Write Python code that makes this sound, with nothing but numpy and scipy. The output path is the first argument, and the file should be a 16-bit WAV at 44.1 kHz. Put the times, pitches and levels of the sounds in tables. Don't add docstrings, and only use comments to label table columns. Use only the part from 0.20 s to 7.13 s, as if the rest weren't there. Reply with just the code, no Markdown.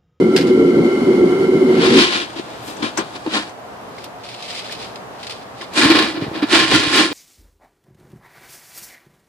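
import sys
import numpy as np
from scipy import signal
from scipy.fft import rfft, irfft
from scipy.io import wavfile
from scipy.ndimage import uniform_filter1d, map_coordinates

SR = 44100
rng = np.random.default_rng(int(sys.argv[2]) if len(sys.argv) > 2 else 0)


def wav_record(signal):
    frames = np.transpose(np.atleast_2d(signal))
    bounded = np.clip(frames, -1, 1)
    quanta = np.round(bounded * 32767).astype(np.int16)
    wavfile.write(sys.argv[1], SR, quanta)


N = 305613
T = np.arange(N) / SR
FFT_SIZE = 32768
FREQ = np.maximum(np.arange(FFT_SIZE // 2 + 1) * SR / FFT_SIZE, 1)

# f/Hz, bandwidth/Hz, height/dB
CASING_MODES = [(1063, 48, 12.5), (1406, 45, 8.5), (1703, 43, 9.5), (1778, 62, 8), (1970, 85, 6),
                (2324, 65, 5.5), (2416, 53, 8.5), (2920, 93, 4), (3310, 43, 7), (3774, 65, 7),
                (4260, 77, 3.5), (4760, 110, 3)]
# f/Hz, level/dB
FRICTION_SPECTRUM = [(30, -30), (100, -19), (450, -7), (700, -3.5), (1500, 0), (3000, 0.5), (4200, -0.5),
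                     (5000, -3.5), (5900, -15), (9500, -20.5), (11500, -28), (14500, -56)]
# f/Hz, level/dB
SKIN_SPECTRUM = [(30, -28), (110, -21), (210, 7), (450, 2.5), (700, 0.5), (1100, 0.5), (1600, -0.5),
                 (3000, -53)]
# t/s, f/Hz, level/dB
POT_BUBBLES = [(3.782, 2080, -29), (4.496, 1740, -27), (5.409, 2070, -27), (5.417, 1700, -24),
               (5.426, 1045, -27)]


def undb(db):
    return np.exp(np.asarray(db) * np.log(10) / 20)


def unit(x):
    return x / np.std(x.mean(axis=0))


def curves(table):
    s, *columns = np.transpose(table)
    return [np.interp(T, s, c) for c in columns]


def slope(points):
    hz, db = np.transpose(points)
    return np.interp(np.log(FREQ), np.log(hz), db)


def response(db):
    cepstrum = irfft(np.log(undb(db)))
    cepstrum[1:FFT_SIZE // 2] *= 2
    cepstrum[FFT_SIZE // 2 + 1:] = 0
    return irfft(np.exp(rfft(cepstrum)))[:FFT_SIZE // 2]


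def ring(force, spectrum, modes=(), width=None):
    # f/Hz, side minus mid/dB
    near_width = [(40, 3), (120, -2), (300, -11), (700, -5.5), (2500, -4), (4300, -2), (8000, 0.5)]
    peaks = 1 + sum((undb(db) ** 2 - 1) / (1 + (2 * (FREQ - hz) / bandwidth) ** 2) ** 1.5
                    for hz, bandwidth, db in modes)
    db = slope(spectrum) + 10 * np.log10(np.abs(peaks))
    db = db - 10 * np.log10(np.mean(undb(db) ** 2))
    mid = signal.oaconvolve(force[0], response(db))[:N]
    side = signal.oaconvolve(force[1], response(db + slope(width or near_width)))[:N]
    return np.array([mid + side, mid - side])


def walk(rate):
    span = int(SR / rate)
    steps = np.repeat(rng.standard_normal(N // span + 1), span)
    smooth = uniform_filter1d(uniform_filter1d(steps, span), span)[:N]
    return smooth / smooth.std()


def noise():
    return rng.standard_normal((2, N))


def clicks(rate, spread_db):
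    hit = rng.random(N) < rate / SR
    chance = rng.standard_normal((hit.sum(), 3))
    x = np.zeros((2, N))
    x[:, hit] = undb(spread_db * np.clip(chance[:, 0], -2, 2)) * chance[:, 1:].T
    return x / x.std()


def bursts(times, dbs, decays, holds=0, rise_s=0.0023):
    out = np.zeros(N)
    age = T[:SR // 4]
    for s, db, decay, hold in np.broadcast(times, dbs, decays, holds):
        start = int(s * SR)
        envelope = undb(db) * np.minimum(age / rise_s, 1) * np.exp(-np.maximum(age - hold, 0) / decay)
        out[start:start + len(age)] += envelope[:N - start]
    return out


def pings(times, pitches, dbs, decays, glide=0, rise_s=0.00024, holds=0):
    out = np.zeros(N)
    age = T[:SR // 8]
    for s, hz, db, decay, hold in np.broadcast(times, pitches, dbs, decays, holds):
        start = int(s * SR)
        tone = np.sin(2 * np.pi * hz * age * (1 + glide * age / decay / 2))
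        envelope = undb(db) * (1 - np.exp(-age / rise_s)) * np.exp(-np.maximum(age - hold, 0) / decay)
        out[start:start + len(age)] += (envelope * tone)[:N - start]
    return out


def swell(s, hold, rise, fade):
    before = np.maximum(s - T, 0) / max(rise, .005)
    after = np.maximum(T - s - hold, 0) / max(fade, .005)
    return 10 ** -np.minimum(before + after, 10)


def together(shapes, dbs):
    return np.sqrt(undb(dbs) ** 2 @ np.square(shapes)) + 1e-9


def lead(x, ms):
    left = map_coordinates(x[0], [np.arange(N) + ms * SR / 1000], order=3)
    return np.array([left, x[1]])


def bend(x, ms, rate=14):
    place = np.arange(N) + ms * SR / 1000 * walk(rate)
    return np.array([map_coordinates(channel, [place], order=3) for channel in x])


def yard(level_db=-36, swell_db=1.2, fade_in_s=1.3):
    # f/Hz, level/dB
    spectrum = [(15, -76), (25, -57), (45, -15), (85, -11), (109, -9), (146, -8.5), (196, -4.5),
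                (269, -5.5), (325, -7.5), (402, -3.5), (554, -4.5), (634, -2), (1110, -7.5), (2110, -19.5),
                (14800, -41.5)]
    # f/Hz, bandwidth/Hz, height/dB
    drone = [(120, 13, 9)]
    # f/Hz, side minus mid/dB
    far_width = [(40, -18), (150, -8), (400, -5.5), (900, -1.5), (2000, 1)]
    rush = unit(ring(noise(), spectrum, drone, far_width))
    fade_in = np.minimum(T / fade_in_s + 0.098, 1)
    return rush * fade_in * undb(level_db + swell_db * walk(2.3))


def furnace(level_db=-12, flutter_db=1.0, steady_s=0.087, roar_end_s=1.782, decay_s=0.025):
    # f/Hz, level/dB
    spectrum = [(30, -42), (80, -21), (115, -19.5), (200, -3.5), (300, -1), (420, -7), (520, -7),
                (630, -18), (1050, -22), (1750, -37), (2600, -38.5), (4500, -37), (6200, -44), (11500, -50),
                (13000, -68)]
    # f/Hz, bandwidth/Hz, height/dB
    modes = [(133.3, 9.1, 11), (173.9, 6.4, 9), (230, 14, 7.5), (271, 51, 6.5), (350.5, 13.6, 15),
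             (376, 25.3, 16.5), (454.7, 18, 9.5), (742, 26, 6), (1360, 34, 20), (1542, 47, 14),
             (2128, 95, 25), (2967, 74, 15), (3210, 170, 8.5), (4020, 84, 5), (4390, 49, 6.5)]
    # f/Hz, side minus mid/dB
    width = [(50, -6), (160, -21), (370, -19.5), (700, -6.5), (1400, -5), (4000, -0.5)]
    # t/s, level/dB
    surges = [(.04, 1.5), (.11, 0), (.23, -2.5), (.32, 1.5), (.45, 2.5), (.51, -1), (.62, 2.5), (.68, -2),
              (.78, -5), (.85, -2.5), (.9, 2.5), (.96, -2.5), (1.03, 4.5), (1.09, -2.5), (1.24, -2.5),
              (1.37, 1), (1.41, -0.5), (1.46, 2), (1.58, -1), (1.66, -2), (1.75, 3)]
    turbulence = noise() * undb(flutter_db * walk(31))
    roar = unit(lead(ring(turbulence, spectrum, modes, width), ms=-0.15))
    low = signal.sosfiltfilt(signal.butter(4, 600, fs=SR, output="sos"), roar)
    low_rms = np.sqrt(uniform_filter1d(low.mean(axis=0) ** 2, int(steady_s * SR)))
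    surge_db, = curves(surges)
    fade_out = np.exp(-np.maximum(T - roar_end_s, 0) / decay_s)
    return (roar - low + low * undb(surge_db) / low_rms) * undb(level_db) * fade_out


def scuffs():
    # t/s, level/dB, decay/s
    events = [(.161, -15, 0.023), (.207, -30.5, 0.024), (.268, -31, 0.028)]
    # f/Hz, level/dB
    spectrum = [(700, -44), (1600, 0.5), (2500, 0.5), (4800, -1), (6200, -11.5), (10000, -17), (14500, -29)]
    return ring(clicks(rate=9000, spread_db=1) * bursts(*np.transpose(events), rise_s=0.0034), spectrum)


def rubbing(rasp_db, muffled_db, mode_hz, rumble_db, catch_db=0.93, bright_db=2, give_db=-3.5,
            judder_db=-2, waver=0.0398, throb_db=3.5, lurch_db=3):
    # t/s, hold/s, rise/s, fade/s, level/dB, firmness/dB, brightness/dB
    strokes = [(1.634, 0.034, 0.11, 0.21, -21, -4, 2), (1.791, 0.03, 0.14, 0.11, -15, -1.5, 3.5),
               (1.93, 0.027, 0.072, 0.11, -22.5, -4.5, 2.5), (2.002, 0.021, 0.05, 0.061, -29.5, 0.5, 4),
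               (2.095, 1.18, .1, 0.079, -47, 1, 9.5), (2.166, 0.031, 0.013, 0.044, -36.5, 5.5, 5),
               (2.481, 0.0074, 0.038, 0.11, -39, 6, 13), (2.626, 0.037, 0.0073, 0.062, -28.5, 0.5, 3),
               (2.603, 0.0089, 0.06, .04, -45, 16, 10), (2.774, 0.036, 0.012, 0.059, -33, 4.5, -5),
               (2.961, 0.0045, 0.039, 0.017, -35, -2, 3.5), (3.145, 0.021, 0.055, 0.094, -21, -5.5, 3),
               (5.414, 0.012, 0.019, 0.064, -38, -1, -11), (5.577, 0.046, 0.036, 0.15, -14.5, -5.5, 5.5),
               (5.634, 0.025, 0.039, 0.09, -15, 1.5, -1), (5.709, 0.015, 0.066, 0.11, -15, 0, -4),
               (5.757, 0.019, 0.048, 0.066, -16.5, 0.5, -2.5), (5.785, 0.01, 0.014, 0.11, -17.5, 2.5, -3),
               (5.828, 0.0092, 0.03, 0.096, -20.5, -1, 0.5), (5.888, 0.0091, 0.028, 0.068, -27, 2.5, 1.5),
               (5.963, 0.012, 0.035, 0.058, -32, 8, -12), (6.011, 0.029, 0.02, 0.11, -34, 7.5, -4),
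               (6.158, 0.02, 0.045, 0.09, -30.5, 6, -4), (6.222, 0.008, 0.006, 0.058, -26, 2.5, -9),
               (6.332, 0.025, 0.042, 0.16, -12, -2.5, 4), (6.406, 0.029, 0.076, 0.086, -18.5, -2.5, -0.5),
               (6.537, 0.021, 0.083, 0.083, -13.5, -2, 4), (6.62, 0.054, 0.13, 0.19, -22, -2.5, 3),
               (6.746, 0.073, 0.089, 0.1, -14, -3, 4), (6.913, 0.021, 0.023, .05, -32, 8.5, 0)]
    # f/Hz, level/dB
    rasp_spectrum = [(1000, -20.5), (2000, -6), (2700, -1), (3400, 0), (4400, -6), (6000, -15.5),
                     (14000, -51)]
    # f/Hz, level/dB
    give_spectrum = [(25, -41), (70, -13.5), (140, -9), (280, 5), (400, 4.5), (600, -7.5), (1200, -22.5),
                     (4000, -99)]
    # f/Hz, bandwidth/Hz, height/dB
    low_mode = [(313, 83, 8.7)]
    # f/Hz, level/dB
    rumble_spectrum = [(20, -19), (60, -6), (140, 8), (230, -11), (600, -47)]
    *timing, level_db, firm_db, shine_db = np.transpose(strokes)
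    shapes = [swell(*row) for row in zip(*timing)]
    pressure = together(shapes, level_db)
    firmness, shine = (together(shapes, level_db + db) / pressure for db in (firm_db, shine_db))
    stroke = pressure * undb(catch_db * walk(90))
    friction = ring(clicks(rate=8000, spread_db=0.2) * stroke, FRICTION_SPECTRUM, CASING_MODES)
    friction = bend(friction, ms=0.078)
    hiss = signal.sosfiltfilt(signal.butter(2, [5700, 10500], "band", fs=SR, output="sos"), friction)
    friction = friction + hiss * (shine * undb(bright_db) - 1)
    rasp = ring(clicks(rate=12000, spread_db=-0.5) * stroke * undb(rasp_db), rasp_spectrum)
    muffled = ring(noise() * stroke * undb(muffled_db), SKIN_SPECTRUM)
    push = stroke * firmness
    give = ring(noise() * push, give_spectrum, low_mode)
    phase = 2 * np.pi * np.cumsum(mode_hz * (1 + waver * walk(80))) / SR
    judder = np.sin(phase) * push * undb(judder_db + throb_db * walk(70))
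    rumble = ring(noise() * stroke * undb(rumble_db + lurch_db * walk(13)), rumble_spectrum)
    return friction + rasp + muffled + undb(give_db) * give + judder + rumble


def handling():
    # t/s, left minus right/dB, left lead/ms, rasp/dB, rustle/dB, low mode f/Hz, rumble/dB
    touch = [(1.65, 2, 0.26, -5.5, -1, 364, -18), (1.81, 1.5, 0.25, 1.5, -6, 365, -25),
             (1.96, 1, 0.29, -1.5, -4.5, 350, -40), (2.2, 3, 0.35, 0.5, -2, 332.5, -21),
             (2.7, 4, 0.31, -2.5, 0.5, 302.5, -20), (3.2, 1.5, 0.17, -5.5, -3, 310.8, -31),
             (5.7, -0.6, 0.046, -42, -11, 320.2, -32), (6.33, -1, 0.036, -6.5, -8, 328.8, -21.5),
             (6.6, -0.8, 0.034, -5, -19, 314.3, -17), (6.85, -1, 0.044, -9.5, -25, 302.3, -35)]
    pan_db, lead_ms, rasp_db, muffled_db, mode_hz, rumble_db = curves(touch)
    casing = rubbing(rasp_db, muffled_db, mode_hz, rumble_db) + bumps() + taps() + knocks()
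    return lead(casing, lead_ms) * undb(np.array([pan_db, -pan_db]) / 2)


def bumps(highpass_hz=130):
    # t/s, f/Hz, thump level/dB, thud level/dB, click level/dB, hold/s, decay/s
    events = [(2.196, 310, -19.5, -29, -45, .002, 0.005), (2.627, 287, -10, -20, -19.5, .001, 0.0042),
              (2.64, 275, -11.5, -27, -36, 0.00093, 0.0061), (2.663, 288, -31, -27, -31, .001, 0.0064),
              (2.778, 300, -31, -24.5, -38, 0.029, 0.021), (3.062, 345, -17.5, -33, -32, 0.0066, .005),
              (3.074, 313, -12, -34, -36, 0.0026, 0.0095), (3.176, 284, -21, -27, -34, 0.012, 0.003),
              (5.632, 284, -8, -22, -30, 0.015, .01), (5.699, 322, -5, -19, -13.5, .002, 0.024),
              (5.785, 318, -12.5, -26, -13, 0.0018, 0.015), (6.225, 297, -10.5, -26, -28, 0.019, 0.005),
              (6.328, 337, -11, -34, -28, 0.0079, 0.005), (6.517, 401, -15, -10.5, -14, 0.0037, .008),
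              (6.546, 293, -6.5, -23, -11.5, 0.0051, 0.0061), (6.782, 314, -9, -22, -19.5, 0.025, 0.018)]
    s, hz, thump_db, thud_db, click_db, hold, decay = np.transpose(events)
    thump = pings(s, hz, thump_db, decay, rise_s=0.001, holds=hold)
    thump = signal.sosfilt(signal.butter(2, highpass_hz, "high", fs=SR, output="sos"), thump)
    thud = ring(noise() * bursts(s, thud_db, decay, hold, rise_s=0.0082), SKIN_SPECTRUM)
    click = ring(noise() * bursts(s, click_db, decay, hold / 2), FRICTION_SPECTRUM, CASING_MODES)
    return thump + thud + click


def pot_movement(swish_pan_db=9, tick_pan_db=4):
    # t/s, level/dB
    swish_levels = [(2.36, -76), (2.44, -49), (2.49, -47), (2.55, -54), (2.63, -88)]
    # f/Hz, level/dB
    swish_spectrum = [(1500, -23), (4000, -6), (9000, -2), (13000, -2), (14500, -3)]
    # t/s, level/dB, decay/s
    contacts = [(2.567, -31, .008), (2.773, -13.5, 0.013), (2.961, -44, .006), (3.223, -36, .01),
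                (3.292, -38, .009), (5.538, -35, 0.011)]
    # f/Hz, level/dB
    tick_spectrum = [(300, -16), (700, 9), (2200, 3.5), (3300, -11.5), (8500, -10), (10000, -22),
                     (14500, -26)]
    # f/Hz, bandwidth/Hz, height/dB
    metal_modes = [(1020, 54, 10.5), (6000, 1100, 14), (7700, 500, 11), (8600, 370, 8)]
    swish_db, = curves(swish_levels)
    swish = ring(clicks(rate=3200, spread_db=3) * undb(swish_db), swish_spectrum)
    ticks = ring(noise() * bursts(*np.transpose(contacts)), tick_spectrum, metal_modes)
    sides = np.array([[1], [-1]]) / 2
    return swish * undb(sides * swish_pan_db) + ticks * undb(sides * tick_pan_db)


def pot_hum(level_db=-46.5, waver_db=2):
    # f/Hz, bandwidth/Hz, height/dB
    modes = [(720, 7.3, 27)]
    # f/Hz, level/dB
    spectrum = [(300, -34.5), (700, 0), (1500, -34)]
    nearness = swell(2.82, hold=1.7, rise=.6, fade=.4)
    return unit(ring(noise(), spectrum, modes)) * nearness * undb(level_db + waver_db * walk(5.05))


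def taps():
    # t/s, level/dB
    events = [(3.063, -21.5), (3.071, -25)]
    # f/Hz, level/dB, decay/s
    modes = [(530, -2, .005), (920, 1, 0.0066), (1040, -8, .013), (1910, -16, .008)]
    s, db = np.transpose(events)
    return sum(pings(s, hz, db + mode_db, decay) for hz, mode_db, decay in modes)


def flow():
    # t/s, hold/s, rise/s, fade/s, level/dB
    gushes = [(3.787, 0.067, .15, 0.054, -46.5), (4.057, 0.14, .08, 0.073, -43.5),
              (4.295, .11, 0.22, 0.22, -37), (4.47, .17, .1, .2, -40), (5.045, 0.13, 0.18, .22, -44.5),
              (5.404, .04, .08, .1, -44.5)]
    *timing, level_db = np.transpose(gushes)
    return 20 * np.log10(together([swell(*row) for row in zip(*timing)], level_db))


def drop_times(flow_db, shares):
    landed = np.cumsum(undb(flow_db))
    return np.interp(shares, landed / landed[-1], T)


def water(flow_db, patter_db=2, count=24, scatter_db=3, slop_db=-9):
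    # t/s, level/dB, decay/s
    splats = [(3.783, -39, 0.0092), (3.84, -36, 0.011), (4.034, -38.5, 0.037), (4.087, -34, .012),
              (4.141, -32, 0.0099), (4.223, -31.5, 0.027), (4.277, -39, 0.015), (4.299, -28, 0.022),
              (4.346, -35, 0.028), (4.389, -33, 0.02), (4.444, -38, .022), (4.510, -31, 0.013),
              (4.522, -29.5, 0.015), (4.625, -37, .018), (4.756, -32.5, 0.009), (5.029, -29.5, 0.013),
              (5.067, -27.5, 0.011), (5.094, -28.5, 0.018), (5.107, -33, 0.016), (5.38, -45, 0.0092),
              (5.412, -40, 0.016)]
    # f/Hz, level/dB
    spectrum = [(400, -33), (1200, -15), (2200, 0), (3500, 2), (4800, -0.5), (6200, -11), (9500, -15.5),
                (14500, -40)]
    # f/Hz, bandwidth/Hz, height/dB
    modes = [(2560, 85, 2.5), (3620, 250, 0.5), (4100, 120, 3), (5000, 300, 2.5)]
    stream = clicks(rate=6000, spread_db=0.5) * undb(flow_db + patter_db * walk(60))
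    share, size = rng.random((count, 2)).T
    small_s = drop_times(flow_db, (np.arange(count) + share) / count)
    small_db = np.interp(small_s, T, flow_db) + scatter_db * (2 * size - 1)
    bubble_s, _, bubble_db = np.transpose(POT_BUBBLES)
    splashes = bursts(*np.transpose(splats), rise_s=0.0022)
    splashes += bursts(small_s, small_db, decays=0.0082, rise_s=0.003)
    splashes += bursts(bubble_s, bubble_db + slop_db, decays=0.0027)
    impacts = stream + clicks(rate=12000, spread_db=3) * splashes
    return lead(ring(impacts, spectrum, modes), ms=0.085)


def droplets(flow_db, count=170, low_hz=2000, high_hz=5300, spread_db=2.5, decay_cycles=11):
    when, pitch, size, place = rng.random((count, 4)).T
    s = drop_times(flow_db, when)
    hz = low_hz * (high_hz / low_hz) ** pitch
    db = np.interp(s, T, flow_db) - spread_db * np.log(size + .05)
    return np.array([pings(s, hz, db + 10 * np.log10(2 * share + 1e-3), decay_cycles / hz, glide=0.047)
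                     for share in (place, 1 - place)])


def plops(decay_cycles=8):
    s, hz, db = np.transpose(POT_BUBBLES)
    return pings(s, hz, db, decay_cycles / hz, glide=0.02)


def cracks():
    # t/s, level/dB, decay/s
    events = [(3.842, -34, 0.0067), (4.521, -36, .006), (5.103, -43, 0.0051), (5.536, -36, 0.0063),
              (5.702, -29, .012), (5.787, -32, 0.0072), (6.222, -51, 0.005), (6.548, -31, .009),
              (6.76, -27, .024)]
    # f/Hz, level/dB
    spectrum = [(1000, -26), (3500, 4), (5000, 6), (6500, -4), (10000, -2), (14500, -7)]
    return ring(clicks(rate=7600, spread_db=3) * bursts(*np.transpose(events), rise_s=0.0006), spectrum)


def knocks(highpass_hz=95):
    # t/s, centre f/Hz, level/dB
    jolts = [(5.656, 150, -12), (5.718, 170, -28), (6.023, 223, -11), (6.030, 130, -21), (6.068, 247, -19),
             (6.082, 129.1, -19), (6.116, 270, -18), (6.533, 150, -22), (6.676, 111.2, -19.5)]
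    out = np.zeros(N)
    for s, hz, db in jolts:
        phase = 2 * np.pi * hz * (T - s)
        out += undb(db) * phase * np.exp((1 - np.minimum(phase ** 2, 200)) / 2)
    return signal.sosfilt(signal.butter(2, highpass_hz, "high", fs=SR, output="sos"), out)


def scene():
    flow_db = flow()
    return (furnace() + scuffs() + handling() + pot_movement() + cracks()
            + water(flow_db) + droplets(flow_db) + plops() + pot_hum() + yard())


def record(dry, cutoff_hz=14600):
    rounded = dry / (1 + dry ** 6) ** (1 / 6)
    return signal.sosfilt(signal.ellip(8, .2, 70, cutoff_hz, fs=SR, output="sos"), rounded)


dry = scene()
out = record(dry)
wav_record(out)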